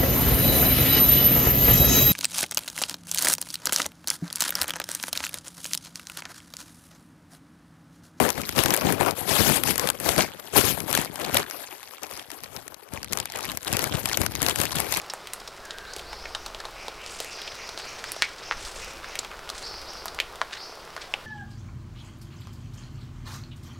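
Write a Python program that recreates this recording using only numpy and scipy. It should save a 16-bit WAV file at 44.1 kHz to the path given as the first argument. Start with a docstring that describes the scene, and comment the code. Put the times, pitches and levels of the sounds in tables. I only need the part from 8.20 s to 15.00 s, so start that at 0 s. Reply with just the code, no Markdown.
"""A thin plastic bag with cloth in it, handled right at the left microphone port of a phone in a soft room.
Creases buckle as single snaps (short ringing bursts) and as dense crackle (clicks drawn out over noise).
Film slides over the left port as bright hiss and thumps it with low, lumpy pushes of air; it squeaks once.
The right port, on the far side of the housing, gets no sliding, a rumble of its own and a duller sound,
mostly softer. Behind it all lie faint room and circuit noise and a faint hum, stronger at the right."""
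import sys
import numpy as np
from scipy import signal
from scipy.io import wavfile

SR = 44100
rng = np.random.default_rng(int(sys.argv[2]) if len(sys.argv) > 2 else 0)


def int16_out(signal):
    """Quantize to a 16-bit WAV file."""
    q = np.round(np.clip(np.atleast_2d(signal).T, -1, 1) * 32767)
    wavfile.write(sys.argv[1], SR, q.astype(np.int16))


N = 299880

# All levels are those ahead of the port colours and peak rounding in record().
# room and circuit noise: [left level/dB, right level/dB]
FLOOR_DB = [-82, -80]
HUM_HZ, HUM_DB = 250, -79   # level at the right port
# film squeaking briefly: (t/s, length/s, level/dB, f/Hz)
SQUEAK = (3.312, .04, -47, 2850)

# moves of the hand, each at full strength from its start: (t/s, held/s, film sliding over the left port/dB,
# film pressing on it/dB, crackle in the air at the right port/dB, low air push/dB)
MOVES = [(0, 0.057, -28.5, -15.5, -60, -21.5), (0.179, 0.0015, -32, -23.5, -49, -33),
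         (0.379, 0.028, -20.5, -22, -43, -18), (.44, 0.1, -33, -23, -41, -24),
         (0.652, 0.062, -28.5, -24.5, -48, -16.5), (0.804, 0.09, -33.5, -18, -75, -27.5),
         (1.092, .285, -20.5, -23, -48, -33), (1.202, 0.0042, -19, -40, -58, -14.5),
         (1.272, 0.022, -20, -48, -59, -14), (1.464, 0.044, -21.5, -27, -44, -24.5),
         (1.596, 0.086, -32.5, -27, -53, -30.5), (1.851, 0.07, -24, -23.5, -39, -26.5),
         (1.989, 0.01, -22, -16.5, -21, -17.5), (2.372, 0.0072, -10.5, -10, -59, -13.5),
         (2.446, 0.062, -21, -31, -71, -25.5), (2.741, 0.058, -28, -33, -32.5, -29),
         (3.001, 0.096, -50, -28.5, -38, -34.5), (3.141, 0.039, -31, -22, -25.5, -27),
         (3.83, 0.0017, -55, -33, -57, -47), (3.92, 0.094, -45.5, -43, -44, -51),
         (4.235, 0.0018, -46, -42, -47, -40), (4.369, 0.0015, -53, -41, -54, -42),
         (4.735, 0.018, -44, -34.5, -46, -36.5), (4.915, 0.085, -56, -36.5, -50, -32),
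         (5.145, 0.18, -64, -34, -40.5, -43), (5.278, 0.065, -43, -44.5, -49, -37),
         (5.474, 0.2, -39, -28.5, -38, -30.5), (5.739, 0.0055, -43, -23.5, -31, -25),
         (5.853, 0.12, -42, -35.5, -36.5, -41), (6.008, 0.0017, -28, -33, -37.5, -18.5),
         (6.227, 0.079, -32.5, -25.5, -40, -29.5), (6.376, 0.061, -30, -28, -46, -26.5),
         (6.558, 0.064, -33, -31.5, -40.5, -28.5), (6.699, 0.14, -31.5, -34, -34.5, -38.5)]
RISE_DB_PER_S, FALL_DB_PER_S = 660, 292   # a short squeeze swells fast and lets go more slowly
DRAG_S, LIFT_DB_PER_S = 0.085, 509   # a move held longer is a drag, which ends when the film lifts off
# rustle between the moves: (t/s, pressing level/dB, crackle level/dB, air push level/dB, airy hiss level/dB)
REST_RUSTLE = [(0, -76, -46.5, -34, -46), (.7, -20, -40.5, -37.5, -46.5), (.88, -36.5, -64, -31, -65),
               (.97, -37.5, -47, -37, -42.5), (1.42, -37, -47, -28, -51), (2.2, -47.5, -49, -51.5, -60),
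               (2.55, -34, -55.5, -35, -41), (2.9, -40.5, -51, -41, -54.5), (3.45, -41.5, -49.5, -56, -50),
               (3.78, -46, -49.5, -66, -56.5), (4.4, -44, -57.5, -50, -55.5), (4.67, -50, -61.5, -60, -69),
               (4.82, -46, -49, -41, -59), (5.41, -56.5, -49.5, -53, -63), (5.65, -41, -45.5, -31, -49),
               (6.8, -35.5, -37.5, -37, -51)]
REST_SLIDE_SHARE_DB = 3   # full slide relative to the airy hiss in the rest rustle

# hiss of film sliding over the port: (f/Hz, relative level/dB per Hz)
SLIDE_SPECTRUM = [(800, -3.5), (2500, 2), (6000, -1.5), (12000, -2), (16000, -12)]
AIRY_HZ = 12130   # centre of the airy hiss of film that only brushes
# film pressing on the port: (f/Hz, relative level/dB per Hz)
THUMP_SPECTRUM = [(250, 4), (450, 7.5), (900, 5.5), (2000, -4.5), (5000, -19)]
FLAP_HZ = 118   # parts the high and low halves of the air push
# bag hanging looser and flapping lower: (t/s, boost below FLAP_HZ and equal cut above it/dB)
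LOOSE_TILT = [(3.2, -0.5), (3.5, 3.5)]
# crackle of small creases: (f/Hz, relative level/dB per Hz)
FILM_SPECTRUM = [(300, -5.5), (800, 5.5), (2500, 6.5), (5000, 4), (16000, -17)]

# creases snapping: (t/s, peak level midway between the ports/dB)
SNAPS = [(0.0902, -9.5), (0.103, -3.5), (0.208, -23), (0.2164, -15), (0.2916, -12), (0.3248, -21),
         (0.3624, -15), (0.3805, -13), (0.3896, 1), (0.4364, -3.5), (0.4589, -1.5), (0.4833, -11),
         (0.5057, -3.5), (0.5387, -3), (0.5452, -7), (0.565, -5), (0.575, -11), (0.611, -13), (0.7239, -5),
         (0.8613, -11.5), (0.9092, -12), (1.008, -18.5), (1.4358, -2), (1.4769, -8), (1.508, -8),
         (1.5575, -10), (1.5795, -7.5), (1.5958, -4), (1.6732, -7.5), (1.6886, -7), (1.701, -2),
         (1.8008, -16), (1.8904, -3), (1.9627, -13), (1.9799, -6.5), (2.198, -27.5), (2.338, -20),
         (2.4373, -18), (2.6032, -13), (2.7127, -15), (2.7283, -8), (2.7505, -3), (2.775, -4.5),
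         (2.815, -11.5), (2.848, -17), (2.9574, -20), (2.9977, -24), (3.0145, -20.5), (3.049, -14.5),
         (3.1443, -2), (3.1707, 1), (3.1956, -18), (3.299, -21), (3.3099, -17), (3.4515, -40), (3.63, -28),
         (3.7474, -33), (3.808, -48), (3.8328, -17), (3.8671, -27), (3.912, -25.5), (3.9749, -25),
         (3.9956, -25), (4.103, -22.5), (4.116, -22.5), (4.236, -22.5), (4.364, -18), (4.3703, -25),
         (4.4794, -22.5), (4.5436, -23), (4.6882, -34), (4.7366, -21), (4.8299, -17), (4.845, -20),
         (4.9248, -14.5), (4.9319, -7), (4.9732, -10), (4.9864, -18.5), (5.0005, -9.5), (5.056, -15.5),
         (5.121, -18.5), (5.1587, -18.5), (5.1724, -22), (5.188, -20), (5.2074, -21), (5.2455, -18),
         (5.2528, -21), (5.3174, -17.5), (5.3725, -10), (5.43, -22), (5.4475, -21), (5.4758, -16),
         (5.528, -6.5), (5.5355, -12), (5.5683, -6.5), (5.5922, -10.5), (5.6409, -6.5), (5.8335, -25),
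         (5.8568, -6.5), (5.8889, -12), (5.8958, -14), (5.9315, -7), (5.9726, -4), (6.0157, -9),
         (6.0631, -7.5), (6.12, -22), (6.1524, -10.5), (6.2183, -9), (6.2285, -6), (6.264, -3),
         (6.285, -1.5), (6.2962, -7.5), (6.3586, -9.5), (6.3872, -13), (6.4015, -9), (6.4144, -6.5),
         (6.4348, -12), (6.454, -9.5), (6.5201, -17), (6.556, -9.5), (6.5852, -15), (6.6019, -6.5),
         (6.7232, -7), (6.7397, -7), (6.772, -10)]
NEAR_DB = 4.5   # the left port, nearer than the middle, gets snaps this much louder
# pitch of a 0 dB crack; weaker creases crack lower
CRACK_HZ, OCTAVES_PER_DB, OCTAVES_SPREAD = 8800, .025, .45

LEFT_PORT_HZ, LEFT_PORT_WIDTH_HZ, LEFT_PORT_DB = 11330, 900, 7.5   # resonance of the left port
RIGHT_PORT_HZ = 7630   # the right port is shaded above this
BASS_CUT_HZ, CUTOFF_HZ = 73, 16800   # both microphones


def from_db(db):
    """Decibels to gain."""
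    return 10 ** (np.asarray(db) / 20)


def rms_one(x):
    """Scale to rms 1."""
    return x / np.sqrt(np.mean(x ** 2) + 1e-20)


def in_time(rows):
    """Columns of a curve table at every sample."""
    s, *columns = np.transpose(rows)
    return [np.interp(np.arange(N) / SR, s, column) for column in columns]


def drift(rate_hz):
    """Slow chance of spread 1: noise twice through a one-pole low-pass."""
    step = 20   # samples per slow value
    r = np.exp(-2 * np.pi * rate_hz * step / SR)
    noise = rng.standard_normal(N // step + 2002)
    slow = signal.lfilter([1], [1, -2 * r, r * r], noise)[2000:]   # settled part
    return np.interp(np.arange(N) / step, np.arange(len(slow)), rms_one(slow))


def filtered(x, hz, kind, order=2):
    """Butterworth filter."""
    sos = signal.butter(order, hz, kind, fs=SR, output="sos")
    return signal.sosfilt(sos, x + 1e-18)


def resonance(x, hz, width_hz):
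    """Two-pole resonance of gain 1 on top."""
    r = np.exp(-np.pi * width_hz / SR)
    zeros = [(1 - r * r) / 2, 0, (r * r - 1) / 2]
    poles = [1, -2 * r * np.cos(2 * np.pi * hz / SR), r * r]
    return signal.lfilter(zeros, poles, x)


def grains(per_s, spread_db, clump_db, hiss, largest=5):
    """Random clicks of very uneven size over smooth friction noise, swelling together in clumps."""
    size_db = spread_db * np.minimum(rng.exponential(1, N), largest)
    sizes = from_db(size_db) * rng.choice([-1, 1], N)
    born = rng.random(N) < per_s / SR
    mix = rms_one(sizes * born) + hiss * rng.standard_normal(N)
    return from_db(clump_db * drift(44.4)) * mix / np.sqrt(1 + hiss ** 2)


def coloured(x, spectrum, patchy_db):
    """Half-octave bands, each with its level and its own flicker: every patch of film has another size."""
    hz, db = np.transpose(spectrum)
    edges = 30 * 2 ** np.arange(0, 9.6, .5)
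    out = 0
    for k, (low, high) in enumerate(zip(edges, edges[1:])):
        level_db = np.interp(np.log(low * high) / 2, np.log(hz), db)
        gain = from_db(level_db + patchy_db * drift(40.0))
        out = out + (-1) ** k * gain * filtered(x, [low, high], "band", order=1)
    return rms_one(out)


def background():
    """Room and circuit noise in both ports, and a wavering hum of noise through a narrow resonance."""
    noise = rms_one(filtered(rng.standard_normal((2, N)), [600, 6000], "band"))
    hum = rms_one(resonance(rng.standard_normal(N), HUM_HZ, width_hz=8.7))
    return from_db(FLOOR_DB)[:, None] * noise + from_db(HUM_DB) * hum * [[.3], [1]]


def squeak():
    """A short rub of film on film, equal at both ports: noise twice through a narrow resonance."""
    s, length_s, db, hz = SQUEAK
    t = np.arange(N) / SR - s
    once = resonance(rng.standard_normal(N), hz, width_hz=97.0)
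    tone = rms_one(resonance(once, hz, width_hz=97.0))
    swell = np.sin(np.pi * np.clip(t / length_s, 0, 1))
    return from_db(db) * tone * swell * [[1], [1]]


def handling():
    """Levels in dB of slide, pressing, crackle, air push and airy hiss; moves and rest add in power."""
    s, held_s, *levels_db = np.transpose(MOVES)
    t = np.arange(0, N, 40)[:, None] / SR
    fall = np.where(held_s > DRAG_S, LIFT_DB_PER_S, FALL_DB_PER_S)
    before_db = RISE_DB_PER_S * (s - t)
    after_db = fall * (t - s - held_s)
    shape_db = -np.maximum(np.maximum(before_db, after_db), 0)
    moves = []
    for db in levels_db:
        power = from_db(2 * (db + shape_db)).sum(axis=1)
        moves.append(np.interp(np.arange(N) / SR, t[:, 0], power))
    pressing_db, crackle_db, push_db, airy_db = in_time(REST_RUSTLE)
    fitful_db = 4.4 * drift(15.0)   # pressing and hiss between the moves come and go
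    pressing_db, airy_db = pressing_db + fitful_db, airy_db + fitful_db
    rest_db = [airy_db + REST_SLIDE_SHARE_DB, pressing_db, crackle_db, push_db]
    totals_db = [10 * np.log10(power + from_db(2 * db)) for power, db in zip(moves, rest_db)]
    return totals_db + [airy_db]


def slide(slide_db, airy_db):
    """Film dragged over the left port: a dense, even, bright hiss that the other port does not get."""
    friction = grains(5000., spread_db=3.0, clump_db=0.0, hiss=0.1)
    hiss = coloured(friction, SLIDE_SPECTRUM, patchy_db=2.0)
    airy = rms_one(resonance(hiss, AIRY_HZ, width_hz=2100.0))
    return (from_db(slide_db) * hiss + from_db(airy_db) * airy) * [[1], [0]]


def air_push():
    """Low lumpy motion of the air under the film."""
    lumps = grains(400., spread_db=4.0, clump_db=2.0, hiss=0.42)
    return rms_one(filtered(lumps, [45, 330], "band"))


def thumps(thump_db, deep_db):
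    """Soft lumpy pushes of film and of the air under it; the far port gets a rumble of its own."""
    lumps = grains(600., spread_db=3.5, clump_db=2.5, hiss=0.63, largest=3.7)
    push = filtered(coloured(lumps, THUMP_SPECTRUM, patchy_db=2.0), 261, "high", order=6)
    deep, rumble = air_push(), air_push()
    tilt = from_db(*in_time(LOOSE_TILT))
    upper = filtered(deep, FLAP_HZ, "high", order=3) / tilt
    lower = filtered(deep, FLAP_HZ, "low", order=3) * tilt
    left = from_db(thump_db) * push + from_db(deep_db) * rms_one(upper - lower)
    steady = rms_one(filtered(rumble, FLAP_HZ, "low", order=4))   # stays on at one level
    right = from_db(deep_db - 20) * rumble + from_db(-76) * steady
    return np.array([left, right])


def ticks():
    """Each tick flutters for a moment in its own way: clicks, drawn out, times fresh noise."""
    r = np.exp(-1 / (0.00069 * SR))   # decay time in s
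    clicks = grains(260., spread_db=4.0, clump_db=3.0, hiss=0.16, largest=2.4)
    drawn_out = np.sqrt(signal.lfilter([1], [1, -r * r], clicks ** 2))
    return coloured(drawn_out * rng.standard_normal(N), FILM_SPECTRUM, patchy_db=4.5)


def crackle(right_db):
    """Sparse ticks of small creases through the air, louder at the near left port; the ports share a part."""
    near, other = ticks(), ticks()
    left, right = from_db(4.5) * near, rms_one(0.67 * near + other)
    return from_db(right_db) * np.array([left, right])


def snaps(right_db):
    """A crease buckles: a crack rings around the pitch of its patch of film, then flutters some milliseconds."""
    length = 800   # samples
    out, t = np.zeros((2, N + length)), np.arange(length) / SR
    chance = rng.standard_normal((len(SNAPS), 2, 2, length))   # snap, crack or body, port, sample
    rise = np.minimum(t / 0.00032, 1)
    crack_fade = np.exp(-t / 0.00024) + 0.2 * np.exp(-t / 0.0016)
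    for (s, db), (high, low) in zip(SNAPS, chance):
        octaves = OCTAVES_PER_DB * db + OCTAVES_SPREAD * low[0, -1]
        hz = min(CRACK_HZ * 2 ** octaves, SR / 4)
        crack = high * rise * crack_fade
        ring = rms_one(resonance(crack, hz, 0.98 * hz))
        edge = rms_one(filtered(crack, 5200, "high"))
        body = rms_one(filtered(low * rise * np.exp(-t / 0.0024), [500, 3000], "band"))
        snap = ring + from_db(-3.5) * edge + from_db(-2.0) * body
        snap = snap / abs(snap).max(axis=1, keepdims=True)
        at = round(s * SR)
        left_db = db + NEAR_DB
        far_db = 0.71 * left_db + 0.36 * right_db[at] + 3.0   # carries to the far port when the crackle does
        out[:, at:at + length] += from_db([[left_db], [far_db]]) * snap
    return out[:, :N]


def scene():
    """Background and bag at the two ports."""
    slide_db, thump_db, right_db, deep_db, airy_db = handling()
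    film_on_port = slide(slide_db, airy_db) + thumps(thump_db, deep_db)
    creases = crackle(right_db) + snaps(right_db)
    return background() + squeak() + film_on_port + creases


def record(dry):
    """Left port resonance, shaded right port, bass cut, rounded peaks, cut top."""
    ringing = resonance(dry[0], LEFT_PORT_HZ, LEFT_PORT_WIDTH_HZ)
    left = dry[0] + (from_db(LEFT_PORT_DB) - 1) * ringing
    right = filtered(dry[1], RIGHT_PORT_HZ, "low", order=5) + from_db(-19) * dry[1]
    both = filtered(np.array([left, right]), BASS_CUT_HZ, "high")
    rounded = np.tanh(both / .72) * .72
    return signal.sosfilt(signal.cheby2(14, 90, CUTOFF_HZ, fs=SR, output="sos"), rounded)


dry = scene()
out = record(dry)
int16_out(out)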